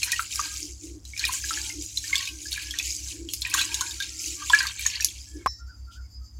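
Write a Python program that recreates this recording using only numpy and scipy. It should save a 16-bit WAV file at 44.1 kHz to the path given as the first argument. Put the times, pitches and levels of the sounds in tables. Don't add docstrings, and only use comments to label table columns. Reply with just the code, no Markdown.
import sys
import numpy as np
from scipy import signal
from scipy.fft import rfft, irfft, next_fast_len
from scipy.io import wavfile
from scipy.ndimage import uniform_filter1d, map_coordinates

SR = 44100
rng = np.random.default_rng(int(sys.argv[2]) if len(sys.argv) > 2 else 0)


def dump(signal):
    limited = np.clip(np.atleast_2d(signal).T, -1, 1)
    pcm = np.round(limited * 32767).astype(np.int16)
    wavfile.write(sys.argv[1], SR, pcm)


N = 282125


def amp(db):
    return 10 ** (np.asarray(db) / 20)


def unit(x):
    return x / np.sqrt(np.mean(x ** 2) + 1e-20)


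def clock(count=N):
    return np.arange(count) / SR


def noise(count=N):
    return rng.standard_normal(count)


def curves(rows):
    seconds, *columns = np.transpose(rows)
    return [np.interp(clock(), seconds, column) for column in columns]


def wobble(rate, count=N, knots=400):
    return map_coordinates(rng.standard_normal(knots), [clock(count) * rate], mode="wrap")


def filtered(x, response):
    size = next_fast_len(len(x) + 8192)
    spectrum = rfft(x, size) * response(np.fft.rfftfreq(size, 1 / SR))
    return irfft(spectrum, size)[:len(x)]


def coloured(x, points):
    f, db = np.transpose(points)
    return unit(filtered(x, lambda hz: amp(np.interp(np.log(hz + 1), np.log(f), db))))


def resonate(x, modes):
    def response(f):
        return sum(amp(db) * 1j * f * width / (hz * hz - f * f + 1j * f * width) for hz, width, db in modes)
    return filtered(x, response)


def add(track, s, sound):
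    start = max(round(s * SR), 0)
    part = track[start:start + len(sound)]
    part += sound[:len(part)]


def decay(t, t60):
    return amp(-60 * t / t60)


def onset(t, attack):
    return 1 - np.exp(-t / attack)


def gesture(start, length, attack, fade, sag_db_per_s=0):
    age = clock() - start
    outside = np.maximum(-age, 0) / attack + np.maximum(age - length, 0) / fade
    return amp(-20 * np.minimum(outside, 10) - sag_db_per_s * np.clip(age, 0, length))


def together(gains):
    return 10 * np.log10(sum(g ** 2 for g in gains) + 1e-12)


def bubble(t, hz, t60, rise, attack, hold=1):
    age = t / np.maximum(t60, .002)
    pitch = hz * 2 ** (rise * np.minimum(age, 1))
    phase = 2 * np.pi * np.cumsum(pitch, axis=-1) / SR
    return np.sin(phase) * amp(-60 * age ** hold) * onset(t, attack)


def grains(mid_hz, octaves, cycles, spread_db, count=1000, size=256):
    u = rng.random((count, 3))
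    hz = mid_hz * 2 ** (octaves * (2 * u[:, 1:2] - 1))
    strength = amp(spread_db * np.minimum(-np.log(1 - u[:, 2:]), 4))
    waves = strength * bubble(clock(size), hz, cycles / hz, 0.13, 0.000092)
    where = (u[:, :1] * N).astype(int) + np.arange(size)
    return unit(np.bincount(where.ravel(), waves.ravel(), N)[:N])


def echoes(x, t60, count=16):
    t, out = clock(SR // 2), np.zeros(N)
    for part in np.array_split(np.arange(N), count):
        tail = noise(len(t)) * decay(t, t60) * onset(t, 0.0019)
        add(out, part[0] / SR, signal.fftconvolve(x[part], tail / np.linalg.norm(tail)))
    return out


# pitch in Hz, level in dB.
MOTOR_TONES = [(33.6, -71), (39.2, -58), (49.2, -63), (57.3, -55), (100, -52), (182, -72), (227, -71),
               (300, -71)]
# time in seconds, beats gone by.
BEAT_COUNT = [(.02, 0), (5.2, 29), (5.65, 32), (6.39, 36)]
# time in seconds, relative level in dB.
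THROB_STRENGTH = [(0, -8.5), (.7, -2.5), (1.5, -1.5), (2.05, -7), (3, -0.5), (4.1, -6.5), (5, -3), (5.7, 1),
                  (6.4, 1.5)]
# frequency in Hz, relative level in dB per Hz.
AIR_COLOUR = [(22, -18.5), (40, -6.5), (58, -3), (85, -2), (115, -9), (150, -16.5), (210, -16),
              (300, -18.5), (410, -28.5), (700, -29), (1000, -30), (3000, -38.5), (7000, -38.5),
              (16000, -44)]


def kitchen():
    t = clock()
    beats, = curves(BEAT_COUNT)
    throb_db, = curves(THROB_STRENGTH)
    shaft = 60.9 * t
    throb = amp(-41.5) * (np.sin(2 * np.pi * shaft) + np.sin(2 * np.pi * (shaft + beats)))
    swell = np.abs(np.cos(np.pi * beats))
    throb = throb * swell ** 0.8 * amp(throb_db + .4 * wobble(5))
    hum = np.zeros(N)
    for hz, db in MOTOR_TONES:
        tone = amp(db) * np.sin(2 * np.pi * (hz * t + rng.random()))
        hum += tone * (swell if hz < 60 else 1)
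    air = amp(-58.5 + 1.1 * wobble(7)) * coloured(noise(), AIR_COLOUR)
    return throb + hum * amp(1.1 * wobble(2.6)) + air


def chirp(length, hz, arch, rough):
    swell = np.sin(np.linspace(0, np.pi, int(length * SR)))
    pitch = hz * 2 ** (arch * swell + rough * wobble(400, len(swell), knots=200))
    flutter = amp(2.5 * wobble(70, len(swell), knots=200))
    return swell * flutter * np.sin(2 * np.pi * np.cumsum(pitch) / SR)


# start in seconds, length in seconds, pitch in Hz, arch in octaves, level in dB.
FAR_CHIRPS = [(5.585, .06, 1337, .05, -52), (5.665, .08, 1280, .24, -49), (5.865, .062, 1350, .04, -51.5),
              (5.942, .08, 1300, .2, -52), (6.019, .06, 2070, .081, -68), (6.202, .06, 1235, .05, -63)]
# start in seconds, length in seconds, pitch in Hz, level in dB.
FAR_TRILLS = [(5.65, .14, 4800, -56), (5.8, .08, 4640, -58), (5.89, .1, 4850, -55), (6.0, .08, 4870, -55),
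              (6.11, .1, 4850, -52), (6.23, .11, 4830, -53)]


def chirps():
    out = np.zeros(N)
    for s, length, hz, arch, db in FAR_CHIRPS:
        add(out, s, amp(db) * chirp(length, hz, arch, rough=.035))
    for s, length, hz, db in FAR_TRILLS:
        add(out, s, amp(db) * chirp(length, hz, arch=.03, rough=.025))
    return out


STOP_S = 5.47
SIZZLE_DB, SIZZLE_ONSET_DB, SIZZLE_FADE_S = -63, -48, 0.15


def sizzle():
    t = clock()
    first = amp(SIZZLE_ONSET_DB) * gesture(STOP_S, 0.0197, .02, SIZZLE_FADE_S)
    sizzle_db = together([amp(SIZZLE_DB), first])
    modes = [(4750, 200, -6), (5280, 120, -6), (6240, 50, 1), (7070, 450, -4), (13150, 60, 8)]
    band = coloured(resonate(noise(), modes), [(3800, -28.5), (4600, 7.5), (7400, -2), (8500, -17)])
    thin = band * amp(sizzle_db + 3.18 * wobble(25)) * np.interp(t, [5.46, 5.55], [0, 1])
    puff = coloured(noise(), [(1800, -26), (3100, 8.5), (4200, -3), (7000, 1), (9000, -10.0), (16000, -18)])
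    return thin + amp(-52) * puff * np.interp(t, [5.905, 5.93, 5.99], [0, 1, 0])


# pitch in Hz, relative level in dB, time to fade by 60 dB in seconds.
CLICK_RING = [(1856, -24, 0.6), (3960, -12, 0.31), (4274, -30, 0.31), (5340, 2, 0.26), (5300, -7, 0.54),
              (5560, -7, 0.44), (5900, -11, 0.35)]


def click():
    out, t = np.zeros(N), clock(SR // 2)
    crack = coloured(noise(len(t)), [(300, -20.5), (1000, 10.5), (3000, -6.0), (8000, -14), (16000, -25.0)])
    knock = bubble(t, 1110, 0.022, 0, .0001) + 0.27 * crack * decay(t, 0.044)
    add(out, 5.461, amp(-11) * knock)
    cut_short = np.interp(t, [.008, .009], [1, 0])
    add(out, 5.464, amp(-12.5) * bubble(t, 1077, 0.14, 0.53, 0.0011) * cut_short)
    for hz, db, t60 in CLICK_RING:
        blur = 1.9 * np.interp(t, np.linspace(0, .5, 70), noise(70))
        add(out, 5.4725, amp(db - 33.5) * decay(t, t60) * np.sin(2 * np.pi * hz * t + blur))
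    return out


# frequency in Hz, relative level in dB per Hz.
TICK_COLOUR = [(1000, -47), (3500, -13.5), (5200, 3), (6600, 6), (8300, -9.5), (11000, 3.5), (12200, 0),
               (13500, -21.5), (16000, -16)]


def tick():
    out, t = np.zeros(N), clock(5000)
    fall = decay(t, .016) + amp(-11.5) * decay(t, .08)
    add(out, 5.0455, amp(-10) * coloured(noise(len(t)), TICK_COLOUR) * fall * onset(t, .0002))
    return out


def stirring_on():
    return np.clip((STOP_S - clock()) / .02, 0, 1)


# start in seconds, length in seconds, level in dB,
# time to fade by 20 dB in seconds.
FINGER_SWEEPS = [(0.0, .22, -35.5, 0.17), (0.324, .12, -32.5, .2), (0.527, 0.11, -36.5, 0.19),
                 (0.834, 0.028, -42.5, 0.16), (1.07, .04, -46.5, .15), (1.176, .08, -38.5, .1),
                 (1.332, 0.021, -30.5, 0.22), (1.455, 0.23, -33.5, 0.2), (1.823, 0.016, -36, 0.26),
                 (1.959, 0.075, -38.5, 0.4), (2.046, 0.134, -35.5, 0.55), (2.422, 0.42, -40, .2),
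                 (2.842, 0.11, -33, 0.28), (3.079, 0.045, -38.5, 0.12), (3.312, 0.15, -40.5, 0.8),
                 (3.568, 0.043, -30.5, 0.2), (3.733, .04, -34.5, 0.4), (3.88, 0.34, -40, 1.1),
                 (4.208, 0.062, -33, 0.4), (4.465, .14, -34.5, 0.34), (4.809, 0.11, -37.5, .15),
                 (5.016, 0.017, -37.5, 0.27), (5.15, 0.17, -48, 0.25)]
SWEEP_ATTACK_S, SWEEP_SAG_DB_PER_S = 0.056, 4.5
FIRM_DB = -34


def effort():
    sweeps = [amp(db) * gesture(s, length, SWEEP_ATTACK_S, fade, SWEEP_SAG_DB_PER_S)
              for s, length, db, fade in FINGER_SWEEPS]
    return together(sweeps) - FIRM_DB


# start in seconds, length in seconds, level in dB.
BOTTOM_DRAGS = [(0.43, 0.054, -55.5), (0.611, 0.099, -49.5), (0.835, 0.15, -44.5), (1.239, 0.026, -55.5),
                (1.47, 0.18, -52.5), (1.756, 0.064, -43.5), (2.1, 0.044, -59), (2.317, 0.17, -53.5),
                (2.63, 0.39, -58), (3.137, 0.14, -44), (3.299, 0.05, -53.0), (3.506, 0.479, -52.5),
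                (4.065, 0.2, -54.0), (4.27, 0.084, -48), (4.383, 0.12, -58.5), (5.086, 0.014, -57),
                (5.361, 0.047, -40.5)]
# pitch in Hz, width in Hz, relative level in dB.
BASE_MODES = [(301.3, 4.8, 5.5), (316, 10, -2), (335, 14, 0), (438, 10, -15)]
DRAG_ATTACK_S, DRAG_FADE_S, DRAG_SAG_DB_PER_S = .04, 0.075, 6.5
SHAKE_DB, SHAKE_GROWS = -63.5, 0.77


def drone():
    drags = [amp(db) * gesture(s, length, DRAG_ATTACK_S, DRAG_FADE_S, DRAG_SAG_DB_PER_S)
             for s, length, db in BOTTOM_DRAGS]
    drag_db = together([amp(SHAKE_DB + SHAKE_GROWS * effort())] + drags)
    shake = coloured(resonate(noise(), BASE_MODES), [(180, -23.5), (290, 8), (480, 0.0), (900, -23.5)])
    return shake * amp(drag_db) * stirring_on()


# start in seconds, length in seconds, low pitch in Hz, high pitch in Hz,
# low level in dB, high level in dB.
HAND_HOLLOWS = [(.075, .06, 980, 1600, -50, -49), (.35, .22, 1250, 1620, -58.5, -52.5),
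                (1.29, .06, 1060, 1320, -51, -58), (1.53, .17, 883, 1420, -55, -57),
                (2.13, .1, 1100, 1570, -49, -51), (2.25, .1, 1100, 1570, -66, -58),
                (2.56, .2, 1050, 1680, -72, -54), (3.45, .16, 1010, 1600, -56, -55),
                (3.7, .2, 937, 1630, -50, -47.5), (3.97, .37, 1370, 1850, -66, -72),
                (4.38, .07, 1140, 1620, -57, -60), (4.53, .15, 1050, 1710, -48, -44),
                (4.85, .2, 1000, 1720, -66, -53), (5.28, .09, 1700, 3250, -63, -66),
                (5.4, .04, 1750, 2200, -68, -60)]
HOLLOW_WIDTH_HZ, HOLLOW_ATTACK_S, HOLLOW_FADE_S, HOLLOW_SAG_DB_PER_S = 35, .025, .055, 10
HOLLOW_FLUTTER_DB = 2.2


def hollows():
    def ring(hz):
        narrow = resonate(noise(), [(hz, HOLLOW_WIDTH_HZ, 0)])
        return unit(resonate(narrow, [(hz, 200, 0)]) * amp(HOLLOW_FLUTTER_DB * wobble(32)))
    out = np.zeros(N)
    for s, length, low_hz, high_hz, low_db, high_db in HAND_HOLLOWS:
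        swell = gesture(s, length, HOLLOW_ATTACK_S, HOLLOW_FADE_S, HOLLOW_SAG_DB_PER_S)
        out += swell * (amp(low_db) * ring(low_hz) + amp(high_db) * ring(high_hz))
    return out * stirring_on()


# start in seconds, relative level in dB, pitch in Hz.
FINGER_SPITS = [(.0423, -19, 7420), (.1156, -21, 10200), (.3586, -22, 7470), (1.2511, -21, 7360),
                (1.281, -18, 8900), (1.3259, -23, 7350), (2.5112, -26, 10500), (2.57, -27, 9000),
                (3.3353, -17, 12400), (3.4116, -24, 10500), (3.472, -26, 9300), (3.4979, -24, 10400),
                (3.546, -16, 12500), (3.582, -22, 9000), (4.6294, -24, 9000), (4.7935, -27, 12000),
                (4.809, -26, 10500), (5.024, -24, 12000)]


def spits():
    out, t = np.zeros(N), clock(2000)
    for s, db, hz in FINGER_SPITS:
        burst = unit(resonate(noise(len(t)), [(hz, 2200, 0)]))
        add(out, s, amp(db - 6) * burst * decay(t, .022) * onset(t, .0003))
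    return out


# pitch in Hz, width in Hz, relative level in dB.
POT_AIR = [(926, 48, -10), (1035, 24, -5.5), (1156, 54, -7.5), (1362, 40, -12), (1601, 54, -4),
           (1717, 35, -5), (1929, 54, -2.5), (2111, 60, -2), (2290, 70, 1.5), (2467, 66, -2),
           (2705, 55, -3.5), (2960, 45, -5.5), (3224, 64, -3), (3640, 50, -1), (3923, 120, -2.5),
           (4336, 100, -1.5), (6600, 400, -16)]


def in_pot(x, wet_db):
    return x + amp(wet_db) * resonate(x, POT_AIR)


def scatter(x, t60, count=5000):
    t = clock(count)
    walls = noise(count) * decay(t, t60) * onset(t, 0.0025)
    tail = signal.fftconvolve(x, walls)[:len(x)]
    return tail * np.linalg.norm(x) / np.linalg.norm(tail)


def droplets(t, hz, octaves, count=7):
    u = rng.random((count, 3))
    late = np.maximum(t - .022 * u[:, :1] ** 2, 0)
    pitch = np.minimum(hz * 2 ** (octaves * (2 * u[:, 1:2] - .7)), SR / 3)
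    size = amp(-12 * u[:, :1] - 15 * u[:, 2:])
    return np.sum(size * np.sin(2 * np.pi * pitch * late) * decay(late, 0.053), axis=0)


# start in seconds, relative level in dB, pitch in Hz,
# time to fade by 60 dB in seconds, hold (1 fades evenly, more sustains and then bursts).
POCKET_PLOPS = [(.03, -8.5, 2433, .02, 1.2), (.078, -27, 1500, .03, 1), (.094, -24, 1950, .025, 1),
                (.122, -13, 2446, .03, 1.2), (.13, -15, 1847, .026, 2), (.193, -6, 1340, .016, 1.2),
                (.393, -9.5, 1180, .022, 1.2), (1.134, -27, 2200, .035, 1.2), (1.164, -22, 2385, .018, 1.2),
                (1.178, -21, 2400, .018, 1), (1.208, -24, 1560, .028, 1), (1.239, -10, 2400, .035, 1.2),
                (1.24, -16, 1850, .025, 1.2), (1.292, -19, 1020, .03, 1.6), (1.44, -20, 1640, .024, 1.2),
                (1.507, -15, 1317, .023, 1.4), (1.573, -17, 1690, .022, 1.2), (1.7, -27, 2080, .03, 1.5),
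                (2.04, -29, 1745, .04, 1.2), (2.096, -31, 1480, .03, 1.2), (2.129, -9.5, 2120, .022, 2.5),
                (2.147, -22, 1680, .025, 1.2), (2.205, -24, 1900, .025, 1.2), (2.274, -18, 2500, .025, 1.2),
                (2.455, -33, 1640, .04, 1.5), (2.56, -21, 2400, .02, 1.2), (2.577, -19.5, 1674, .021, 1.2),
                (2.739, -19.5, 1824, .021, 1.2), (2.797, -12.5, 2515, .026, 1.2),
                (3.45, -10.5, 2440, .016, 1.2), (3.463, -18, 1860, .018, 1.2), (3.515, -18, 2520, .02, 1.2),
                (3.54, -8.5, 1580, .019, 1.2), (3.547, -14, 1100, .026, 1.2), (3.583, -17, 1502, .03, 1.6),
                (3.613, -15.5, 2485, .039, 1.2), (3.612, -24, 1120, .035, 1.2),
                (3.716, -23, 2440, .03, 1.2), (3.809, -16.5, 1070, .022, 1.2), (3.819, -22, 1440, .06, 1.1),
                (4.001, -24, 1570, .026, 4), (4.418, -29, 1170, .045, 1.8), (4.5005, -12, 1008, .02, 2.5),
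                (4.5325, -2.5, 1640, .022, 4), (4.548, -10.5, 2310, .031, 1.2),
                (4.555, -18, 1700, .04, 1.5), (4.605, -9, 1620, .025, 1.6), (4.619, -21, 1900, .03, 1.2),
                (4.653, -21, 1200, .025, 1.2), (4.792, -21, 2330, .03, 1.2), (4.858, -25, 1050, .025, 1.2),
                (4.86, -13.5, 1774, .03, 1.2), (5, -20, 1754, .027, 1.2), (5.021, -14.5, 2545, .019, 1.2)]
# start in seconds, relative level in dB, pitch in Hz,
# relative splat level in dB.
SURFACE_SMACKS = [(.019, -21, 2700, -10), (0.0307, -10, 4160, -8), (.1189, -11.5, 6120, -0.5),
                  (0.1609, -17, 2840, -13), (.31, -26, 3100, -10), (.3244, -23, 3700, -8),
                  (1.4935, -22, 3880, -12), (1.052, -29, 4080, -8), (1.1764, -19.5, 5300, -7),
                  (1.1937, -17, 4240, -4), (1.2516, -8, 3850, -8), (1.9732, -10, 4040, -12),
                  (2.155, -8, 3444, -7), (2.1797, -11.5, 4780, -14.5), (2.2548, -21, 3700, -6),
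                  (2.274, -21.5, 3990, -5.5), (2.2884, -21, 2970, -8), (2.4853, -24, 5110, -12),
                  (2.5191, -16.5, 3890, -9), (2.528, -14.5, 4430, -7.5), (2.7087, -16.5, 3270, -6.5),
                  (2.7872, -14, 3490, -3.5), (3.2883, -18.5, 3175, -13.5), (3.3355, -15, 6500, -4),
                  (3.419, -15, 4130, -6), (3.5396, -7, 6780, -4), (3.58, -15, 3500, -10),
                  (3.5906, -11, 3450, -9), (3.613, -11, 3970, -6), (3.7432, -8.5, 6650, -7),
                  (3.8088, -11.5, 6570, -6.5), (3.8701, -26, 4000, -9), (3.9098, -21, 3670, -9.5),
                  (4.0017, -17.5, 3670, -7), (4.0243, -18, 3660, -8), (4.4978, -9, 3390, -12.5),
                  (4.5247, -12, 7630, -15.5), (4.5466, -14.5, 6350, -5.5), (4.5879, -7.5, 4920, -14),
                  (4.668, -12.5, 4510, -9), (4.8639, -5, 6700, -13), (4.9007, -18.5, 5600, -11),
                  (4.9548, -17.5, 4560, -11.5), (5.0068, -10.5, 5710, -13), (5.0853, -23, 3350, -14)]
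# frequency in Hz, relative level in dB per Hz.
SPLAT_COLOUR = [(600, -41), (1300, -25), (2500, 1), (4000, 12), (7000, 13.5), (8500, 4), (12000, 3.5),
                (16000, -9.5)]
RISE_OCTAVES_PER_S = 4.0
SPLASH_LOW_HZ = 790


def splashes():
    out, t = np.zeros(N), clock(6000)
    for s, db, hz, t60, hold in POCKET_PLOPS:
        pop = coloured(noise(len(t)), [(.55 * hz, -35), (.9 * hz, 0), (1.9 * hz, -3), (4 * hz, -28)])
        pop = pop * decay(t, .026) * onset(t, .0012)
        pocket = bubble(t, hz, t60, RISE_OCTAVES_PER_S * t60, 0.0013, hold)
        plop = pocket + 0.11 * droplets(t, hz, octaves=0.58) + amp(-12) * pop
        add(out, s, amp(db - 4.5) * (plop + amp(-12) * scatter(plop, t60=0.071)))
    for s, db, hz, splat_db in SURFACE_SMACKS:
        splat = coloured(noise(len(t)), SPLAT_COLOUR) * decay(t, 0.015) * onset(t, 0.00021)
        pocket = 0.75 * bubble(t, hz, 0.014, 0.029, 0.00086)
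        smack = pocket + 0.1097 * droplets(t, hz, octaves=.55) + 0.69 * amp(splat_db) * splat
        add(out, s, amp(db + 2) * (smack + amp(-3) * scatter(smack, t60=0.035)))
    low_cut = signal.butter(5, SPLASH_LOW_HZ, "high", fs=SR, output="sos")
    return signal.sosfilt(low_cut, in_pot(out, wet_db=-6))


def patchy(x, depth_db):
    z = signal.stft(x, nperseg=512)[2]
    smooth = uniform_filter1d(rng.standard_normal(z.shape), size=5, axis=0)
    field = uniform_filter1d(smooth, size=9, axis=1)
    return signal.istft(z * amp(depth_db * unit(field)), nperseg=512)[1][:N]


# start in seconds, length in seconds,
# relative deep slosh level in dB, light churn level in dB.
WATER_SURGES = [(0.028, .18, -46, -38), (0.391, 0.071, -46, -43), (2.06, .05, -58, -44),
                (3.066, 0.1, -60.5, -54), (1.213, 0.1, -40, -36), (1.485, 0.18, -52, -42),
                (2.132, .09, -49, -37.5), (2.523, 0.11, -50.5, -39.5), (2.746, 0.025, -54, -42.5),
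                (3.455, 0.033, -46, -39), (3.539, 0.064, -36, -33), (3.723, 0.18, -49, -43.5),
                (4.006, .03, -57, -41), (4.403, .04, -52, -46), (4.534, .02, -34, -33),
                (4.6, .06, -38, -36.5), (4.798, 0.21, -51, -36.5), (5.386, 0.069, -60, -65)]
# start in seconds, level in dB.
FIST_SQUIRTS = [(.035, -34), (.2, -40.5), (.35, -42), (1.27, -40), (1.325, -35), (2.525, -44.5),
                (2.62, -45.5), (3.335, -41), (3.499, -43.5), (4.8, -45)]
# frequency in Hz, relative level in dB per Hz.
RICE_COLOUR = [(2200, -40), (3500, -17), (4300, -11.5), (4850, -2.5), (5600, -2.5), (6600, 2.5),
               (7600, 0.5), (8500, -12), (11000, -18), (16000, -30.5)]
SPRAY_COLOUR = [(6000, -35), (8500, 0), (10000, 3), (12000, -7), (14000, -2.5), (16000, -16.5)]
CHURN_COLOUR = [(1300, -35), (1900, -12.5), (2200, -2.5), (2500, 1.5), (3000, 6.5), (3600, 1), (4300, 6),
                (6000, -19.5), (9000, -51)]
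SLOSH_COLOUR = [(620, -44), (770, -20.5), (900, -3), (1100, -4), (1350, 1.5), (1650, 9), (1900, 4),
                (2400, -10.5), (3500, -49.5)]
SPRAY_DB, SPRAY_GROWS = -50, 1.4
WAKE_DB, WAKE_GROWS = -45.5, 1.37
LAP_DB, SLOSH_OFFSET_DB = -71, -3.0
SURGE_ATTACK_S, SURGE_SAG_DB_PER_S = 0.032, 10.5
SLOSH_FADE_S, CHURN_FADE_S = 0.13, 0.19
SQUIRT_ATTACK_S, SQUIRT_HOLD_S, SQUIRT_FADE_S = 0.0088, 0.011, 0.042


def stirring():
    def surge(s, length, fade):
        return gesture(s, length, SURGE_ATTACK_S, fade, SURGE_SAG_DB_PER_S)
    effort_db = effort()
    squirts = [amp(db) * gesture(s, SQUIRT_HOLD_S, SQUIRT_ATTACK_S, SQUIRT_FADE_S) for s, db in FIST_SQUIRTS]
    churns = [amp(db) * surge(s, length, CHURN_FADE_S) for s, length, _, db in WATER_SURGES]
    sloshes = [amp(db) * surge(s, length, SLOSH_FADE_S) for s, length, db, _ in WATER_SURGES]
    rub_db = FIRM_DB - 0.5 + effort_db
    spray_db = together([amp(SPRAY_DB + SPRAY_GROWS * effort_db)] + squirts)
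    churn_db = together([amp(WAKE_DB + WAKE_GROWS * effort_db)] + churns)
    slosh_db = together([amp(LAP_DB + effort_db)] + sloshes) + SLOSH_OFFSET_DB
    contacts = grains(6500, 1.58, 22, 3.9, count=9000, size=256)
    crackle = patchy(contacts + 1.15 * noise(), depth_db=2.5)
    rub = coloured(crackle, RICE_COLOUR) * amp(rub_db + 1.1 * wobble(40))
    spray = coloured(crackle, SPRAY_COLOUR) * amp(spray_db + 1.2 * wobble(45))
    froth = grains(3000, .8, 30, 3.0, count=5000, size=400) + 1.1 * noise()
    plips = grains(2900, 0.65, 36, 5, count=700, size=1400)
    water = unit(in_pot(froth, wet_db=15.0)) + 0.3 * plips
    churn = coloured(water, CHURN_COLOUR) * amp(churn_db + 2.1 * wobble(35))
    gurgle = grains(1350, 0.63, 33, 2.495, count=1600, size=800) + .8 * noise()
    slosh = coloured(in_pot(gurgle, wet_db=25.5), SLOSH_COLOUR) * amp(slosh_db + 1.8 * wobble(28))
    return (rub + spray + churn + slosh) * stirring_on()


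def scene():
    near, far = splashes() + spits() + tick(), chirps()
    room = amp(-11) * echoes(near, 0.15) + amp(-4) * echoes(far, 0.19)
    background = kitchen() + far + room + sizzle()
    pot = click() + drone() + hollows() + near + stirring()
    return (background + pot)[None]


TOP_HZ = 16200


def record(dry):
    return filtered(dry[0], lambda hz: hz < TOP_HZ)[None]


dry = scene()
out = record(dry)
dump(out)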